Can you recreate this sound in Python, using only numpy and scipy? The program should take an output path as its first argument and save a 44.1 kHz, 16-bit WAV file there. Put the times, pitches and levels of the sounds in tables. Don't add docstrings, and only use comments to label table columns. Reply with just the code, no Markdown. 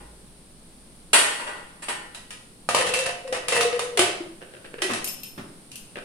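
import sys
import numpy as np
from scipy import signal
from scipy.fft import rfft, irfft, next_fast_len
from scipy.io import wavfile
from scipy.ndimage import uniform_filter1d

SR = 44100
rng = np.random.default_rng(int(sys.argv[2]) if len(sys.argv) > 2 else 0)


def unload_wav(signal):
    wavfile.write(
        sys.argv[1],
        SR,
        np.round(np.clip(np.atleast_2d(signal).T, -1, 1) * 32767).astype(np.int16),
    )


N = 266364
RING_S = np.arange(28224) / SR

# start_s, level_db (relative),
# treble_db, clunk_db of the pot wall (relative to the knock),
# favoured_hz (note that the point of contact favours)
LID_KNOCKS = [(2.147, -52, 12.5, -11, 1770), (2.306, -51, 11.5, -23, 1266), (2.689, -33.5, 7, 13.5, 710),
              (2.747, -29, 7, 11.5, 1250), (2.772, -31, -1, -5, 1245), (2.866, -37, 6.5, -15, 3990),
              (2.938, -33, 8.5, -22, 2640), (2.989, -39.5, 11.5, -20, 2640), (3.06, -35, 2.5, -6, 710),
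              (3.325, -29, -4.5, -6, 1827), (3.483, -34, 9, -9, 4560), (3.522, -25, -2, -10.5, 2670),
              (3.565, -33.5, 3, 4.5, 2650), (3.609, -37, 13.5, 6, 4560), (3.793, -38.5, 9, 8.5, 1030),
              (3.973, -25.5, 2, -23, 2930), (3.992, -26, 8, 5, 850), (4.023, -30.5, -6, -20, 2970),
              (4.819, -30.5, 5, -31, 1870), (4.935, -40, 10.5, 5.5, 1950)]
# pitch_hz, level_db (relative), t60_s
LID_STRONG_MODES = [(707, -18, .45), (1028, -22, .3), (1254, -20, .3), (1481, -23, .25), (1790, -22, .3),
                    (1930, -18, .55), (2605, -19, .3), (2690, -17, .3), (2965, -19, .3), (3900, -24, .2),
                    (4560, -24, .2)]
# (per Hz, relative)
LID_SPECTRUM = [(60, 1.5), (140, -6), (300, -5.5), (600, 5.5), (1000, -1), (2300, -1.5), (2800, 0),
                (3400, -5), (6500, -11.5), (9300, -7), (10800, -11), (12000, -30), (16000, -46)]


def lid_knocks():
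    # pitch_hz, level_db (relative), t60_s
    wall_modes = [(576, 0.77, 0.024), (896, 7.7, 0.013), (1229, 6.4, 0.031)]
    out, wall = np.zeros((2, N)), mode_waves(wall_modes)
    for start, db, treble_db, clunk_db, favoured_hz in LID_KNOCKS:
        waves = lid_waves(favoured_hz)
        contact_t60 = 0.0056 * from_db(-0.72 * treble_db)
        bass_db = 0.4 * min(clunk_db, 0)
        body = ragged(LID_SPECTRUM, ripple_db=2.5)
        for s, weaker_db in bounces(start, gap_s=0.023, loss_db=12, count=1):
            knock = clank(body, waves, ring_t60=0.28, crack_db=6, crack_t60=0.019, contact_t60=contact_t60)
            knock = from_db(4.0 + bass_db) * treble(knock, -bass_db, corner_hz=920)
            knock = treble(knock, treble_db, corner_hz=2940)
            clunk = from_db(clunk_db) * ring(wall, apart=0.14)
            add(out, s, from_db(db + weaker_db) * (knock + clunk))
    return out


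def lid_friction():
    # start_s, length_s, level_db (relative)
    strokes = [(2.753, 0.34, -28), (3.27, 0.092, -35.5), (3.499, 0.16, -28), (3.711, 0.064, -30.5),
               (4.89, 0.022, -29.5)]
    return stroke_pressure(strokes) * slips(per_s=110, spread_db=5)


def lid_scrape(friction):
    notes_hz = [hz for hz, *_ in LID_STRONG_MODES[4:9]]
    place = np.floor(2 * wobble(per_s=12)) % len(notes_hz)
    out = 0
    for k, hz in enumerate(notes_hz):
        waves = from_db(12) * lid_waves(hz, ring_share=.4)
        body = ragged(LID_SPECTRUM, ripple_db=4)
        response = clank(body, waves, ring_t60=0.1, crack_db=14, crack_t60=0.025)
        response = rms_one(response) / np.sqrt(len(RING_S))
        slips_here = (friction * (place == k))[None]
        out = out + signal.oaconvolve(slips_here, response, axes=1)[:, :N]
    return out


def pot_air(friction, width_hz=17, swell_hz=50, rub_db=-27, knock_push_db=8.5):
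    # start_s, pitch_hz
    air_note = [(2.65, 511), (2.95, 495.7), (3.1, 539), (3.65, 477.6), (3.966, 487), (3.996, 364),
                (4.111, 396.3), (4.21, 354.7), (4.88, 356.4), (4.905, 230)]
    # start_s, push_db (relative)
    gasket_bumps = [(3.649, -13.5), (3.99, -17), (4.085, -23), (4.203, -19.5), (4.846, -16.5), (4.91, -25)]
    # start_s, length_s, push_db (relative)
    gasket_drags = [(2.75, 0.37, -49), (3.24, 0.1, -54), (3.51, 0.16, -45), (3.7, 0.4, -51.5)]
    push = from_db(rub_db) * friction + stroke_pressure(gasket_drags) * slips(per_s=450, spread_db=0.0)
    covered_s, sealed_s = air_note[0][0], air_note[-1][0]
    knocks = [(s, db + knock_push_db) for s, db, *_ in LID_KNOCKS if covered_s < s < sealed_s]
    for s, push_db in knocks + gasket_bumps:
        push[round(s * SR)] += from_db(push_db)
    hz = in_time(air_note)[0] + 15 * wobble(per_s=50)
    turn = np.exp(2j * np.pi * np.cumsum(hz) / SR)
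    swell = signal.lfilter(*signal.butter(1, swell_hz, fs=SR), push / turn)
    note = (turn * signal.lfilter([1], [1, -np.exp(-np.pi * width_hz / SR)], swell)).imag
    return note * from_db([[-1.5], [-4]])


def seat_rubs():
    # start_s, length_s, level_db (relative)
    rubs = [(4.407, 0.023, -41), (4.42, .36, -57.5), (4.535, 0.03, -43.5), (4.643, 0.014, -40),
            (4.733, 0.008, -36.5), (4.781, 0.02, -39), (5.953, .035, -36.5)]
    # (per Hz, relative)
    rub_spectrum = [(250, -0.5), (520, 12.5), (1000, -7), (1600, 6), (2150, -3.5), (2800, 2), (3400, -6.5),
                    (11000, -36.5)]
    pressure = stroke_pressure(rubs, attack_s=0.0041, release_t60=0.047)
    grit = np.sqrt(np.abs(uniform_filter1d(slips(per_s=550, spread_db=6) ** 2, size=90)))
    return colour(pressure * grit * stereo_noise(N), rub_spectrum)


def handle_thuds(t60=0.14):
    # start_s, level_db (relative), treble_db
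    thuds = [(4.892, -30.5, 14.5), (4.915, -34, -3), (5.376, -28.5, 2.5)]
    # (per Hz, relative)
    thud_spectrum = [(110, -1), (170, 4), (250, 5), (400, -2), (750, -11), (1150, -7), (3000, -17),
                     (12000, -38)]
    out, contact = np.zeros((2, N)), 1 - fade(.035)
    for start, db, treble_db in thuds:
        for s, weaker_db in bounces(start, gap_s=0.02, loss_db=14, count=2):
            thud = stereo_noise(len(RING_S)) * fade(t60) * contact
            add(out, s, from_db(db + weaker_db) * treble(thud, treble_db, corner_hz=680))
    return colour(out, thud_spectrum)


def clasp():
    # start_s, level_db (relative), treble_db, ping_db (relative to the tick)
    ticks = [(5.043, -34.5, 5, 9), (5.075, -32.5, -2, -4.5), (5.233, -35, -10, 10.5),
             (5.716, -37.5, -19, -10), (5.756, -38, -3.5, -3)]
    # pitch_hz, level_db (relative), t60_s
    ping_modes = [(5292, -21, .6), (13105, -7, .4), (14556, -11, .35)]
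    # (per Hz, relative)
    wire_spectrum = [(200, -31), (2100, -10.5), (2750, 8), (3400, -3.5), (7500, 1), (9500, 6.5),
                     (12000, -3), (16000, -32)]
    out, waves = np.zeros((2, N)), mode_waves(ping_modes)
    for s, db, treble_db, ping_db in ticks:
        ping = from_db(ping_db) * chatter(0.6) * waves
        tick = clank(wire_spectrum, ping, ring_t60=0.25, crack_db=7, crack_t60=0.014)
        add(out, s, from_db(db) * treble(tick, treble_db))
    return out * from_db([[1.5], [-1.5]])


def grate():
    # start_s, level_db (relative), treble_db, ring_t60_s, contact_t60_s (closing of the contact)
    blows = [(0.002, -45, -26.5, 0.45, 0.014), (1.131, -26, 8.5, 0.84, 0.0073),
             (1.188, -39.5, 12, 0.51, 0.004), (1.395, -40, -9, 0.55, 0.037), (1.465, -38, -10.5, 1, 0.039),
             (1.82, -50, 9.5, 0.18, 0.038), (1.884, -37.5, 2, 0.54, 0.0021)]
    # pitch_hz, level_db (relative), t60_s
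    iron_modes = [(520, -11, .45), (600, -12, .5), (830, -9, .65), (945, -11, .35), (998, -11, 1),
                  (1028, -13, .8), (1210, -13, .6), (1435, -7.5, .55), (1592, -9.5, .55), (1800, -13, .45),
                  (1947, -5, .42), (2250, -13, .4), (2412, -13, .3), (2708, -13, .6), (2930, -13, .35),
                  (2972, -10, .42), (7769, -15, .35), (8831, -9, .4), (8980, -13, .35)]
    # (per Hz, relative)
    iron_spectrum = [(60, -28), (250, -11), (520, -2), (720, -5), (950, 0.5), (2000, -1.5), (3000, -5),
                     (3700, -10.5), (6500, -17.5), (9000, -5.5), (10500, -13.5), (12000, -26), (16000, -65)]
    out, waves = np.zeros((2, N)), np.sqrt(2) * mode_waves(iron_modes)
    body = ragged(iron_spectrum, ripple_db=4)
    for start, db, treble_db, t60, contact_t60 in blows:
        corner_hz = 4000 * from_db(0.82 * min(treble_db, 0))
        for s, weaker_db in bounces(start, gap_s=.017, loss_db=11.5, count=2):
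            rattling = waves * chatter(0.3)
            blow = clank(body, rattling, t60, crack_db=11.5, crack_t60=0.16, contact_t60=contact_t60)
            add(out, s, from_db(db + weaker_db) * treble(blow, treble_db, corner_hz))
    return out


def burner(hum_hz=54):
    # start_s, flame_db, hum_db
    levels = [(0, -48.5, -50.5), (.45, -50, -59), (1.0, -49, -59), (1.15, -50, -62), (6.04, -48, -73)]
    # (per Hz, relative)
    flame_spectrum = [(20, 9.5), (58, -15.5), (80, -5), (130, 0), (175, 3.5), (350, -3.5), (700, -10.5),
                      (2000, -18), (4500, -16), (6800, -23), (9300, -7.5), (12000, -26), (16000, -37)]
    flame_db, hum_db = in_time(levels)
    count = N // SR * 20
    waver = np.interp(np.arange(N) / SR * 10, np.arange(count), rng.standard_normal(count))
    hum = np.sqrt(2) * np.sin(2 * np.pi * np.cumsum(hum_hz + 2 * waver) / SR)
    return from_db(flame_db) * colour(stereo_noise(N), flame_spectrum) + from_db(hum_db + 2 * waver) * hum


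def kitchen(x, wet_db=-4.0, build_s=0.0026):
    # pitch_hz, t60_s
    room_t60 = [(100, 0.8), (2500, 0.53), (6000, 0.48), (10000, 0.28)]
    edges = np.geomspace(60, 18000, 13)
    tail = 0
    for low, high in zip(edges, edges[1:]):
        bandpass = signal.butter(2, [low, high], "band", fs=SR, output="sos")
        band = signal.sosfilt(bandpass, stereo_noise(len(RING_S)))
        tail = tail + band * fade(at_hz(room_t60, np.sqrt(low * high)))
    tail = rms_one(tail * (1 - np.exp(-RING_S / build_s))) / np.sqrt(len(RING_S))
    return x + from_db(wet_db) * signal.fftconvolve(x, tail, axes=1)[:, :N]


def clank(body, waves, ring_t60, crack_db, crack_t60, contact_t60=0.0027, tick_db=0, tick_t60=0.004):
    noise = stereo_noise(len(RING_S))
    tick = from_db(tick_db) * noise * fade(tick_t60)
    crowd = noise * (from_db(crack_db) * fade(crack_t60) + fade(ring_t60))
    return (tick + colour(crowd, body) + ring(waves)) * (1 - fade(contact_t60))


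def mode_waves(modes):
    waves = [from_db(db) * fade(t60) * np.exp(2j * np.pi * hz * RING_S) for hz, db, t60 in modes]
    return np.array(waves, np.complex64)


def lid_waves(favoured_hz, ring_share=1):
    def lift_db(hz):
        return 10 * np.exp(-(np.log2(hz / favoured_hz) / .13) ** 2)
    return mode_waves([(hz, db + lift_db(hz), ring_share * t60) for hz, db, t60 in LID_STRONG_MODES])


def ring(waves, spread_db=2, apart=0.93):
    size = len(waves)
    phase = rng.uniform(0, 2 * np.pi, size) + apart * rng.standard_normal((2, size))
    strength = from_db(spread_db * rng.standard_normal(size)) * np.exp(1j * phase)
    return (strength.astype(np.complex64) @ waves).real


def ragged(spectrum, ripple_db, spacing_hz=45):
    hz = np.arange(0, SR / 2, spacing_hz / 2)
    chance = np.interp(hz, hz[::2], rng.standard_normal(len(hz[::2])))
    depth = ripple_db * np.minimum(hz / 2000, 1)
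    return np.column_stack([hz + 1, at_hz(spectrum, hz) + depth * np.clip(chance, -2, 2)])


def bounces(s, gap_s, loss_db, count):
    gaps = gap_s * rng.uniform(.8, 1.2, count)
    return zip(s + np.append(0, np.cumsum(gaps)), -loss_db * np.arange(count + 1))


def chatter(share):
    return 1 + share * wobble(per_s=110)[:len(RING_S)]


def slips(per_s, spread_db):
    sizes = from_db(spread_db * np.clip(rng.standard_normal(N), -2, 2)) * rng.choice([-1, 1], N)
    return rms_one(sizes * (rng.random(N) < per_s / SR))


def stroke_pressure(strokes, attack_s=0.0077, release_t60=0.08, ease_db_per_s=18.5):
    t, pressure = np.arange(N) / SR, 0
    for s, length, db in strokes:
        attack = np.clip((t - s) / attack_s, 0, 1)
        ease_db = ease_db_per_s * np.clip(t - s, 0, length)
        release = np.exp(-np.log(1000) * np.maximum(t - s - length, 0) / release_t60)
        pressure = pressure + from_db(db - ease_db) * attack * release
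    return pressure


def wobble(per_s):
    steps = np.arange(N) / SR * per_s
    return np.interp(steps, np.arange(1000), rng.standard_normal(1000))


def stereo_noise(size):
    # pitch_hz, correlation (0 to 1)
    likeness = [(60, 0.78), (200, 0.98), (450, 0.83), (1000, 0.025)]
    alike = np.clip(at_hz(likeness, np.fft.rfftfreq(size, 1 / SR)), -1, 1)
    mid, side = rfft(rng.standard_normal((2, size)))
    return irfft(np.sqrt((1 + alike) / 2) * mid + np.sqrt((1 - alike) / 2) * side * [[1], [-1]], size)


def colour(x, spectrum):
    size = 2 * next_fast_len(x.shape[-1] // 2 + 1)
    gain = rms_one(from_db(at_hz(spectrum, np.fft.rfftfreq(size, 1 / SR))))
    cepstrum = irfft(np.log(gain))
    cepstrum[1:size // 2] *= 2
    cepstrum[size // 2 + 1:] = 0
    return irfft(rfft(x, size) * np.exp(rfft(cepstrum)))[:, :x.shape[-1]]


def treble(x, db, corner_hz=4000):
    low = signal.lfilter(*signal.butter(1, corner_hz, fs=SR), x)
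    return low + from_db(db) * (x - low)


def fade(t60):
    return np.exp(-np.log(1000) * RING_S / max(t60, 1e-3))


def from_db(db):
    return 10 ** (np.asarray(db) / 20)


def rms_one(x):
    return x / np.sqrt(np.mean(x ** 2) + 1e-20)


def in_time(rows):
    s, *columns = np.transpose(rows)
    return [np.interp(np.arange(N) / SR, s, c) for c in columns]


def at_hz(points, hz):
    table_hz, values = np.array(points)[:, 0], np.array(points)[:, 1]
    return np.interp(np.log(hz + 1), np.log(table_hz), values)


def add(out, s, sound):
    start = round(s * SR)
    out[:, start:start + sound.shape[1]] += sound[:, :N - start]


def scene():
    friction = lid_friction()
    cooker = lid_knocks() + lid_scrape(friction) + seat_rubs() + handle_thuds() + clasp()
    air = pot_air(friction)
    sound = kitchen(cooker + grate() + air / 2) + air / 2
    small_bodies = signal.butter(2, 125, "high", fs=SR, output="sos")
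    return signal.sosfilt(small_bodies, sound) + burner()


def record(dry):
    cut = signal.ellip(10, .1, 90, 16000, fs=SR, output="sos")
    return signal.sosfilt(cut, np.tanh(dry))


dry = scene()
out = record(dry)
unload_wav(out)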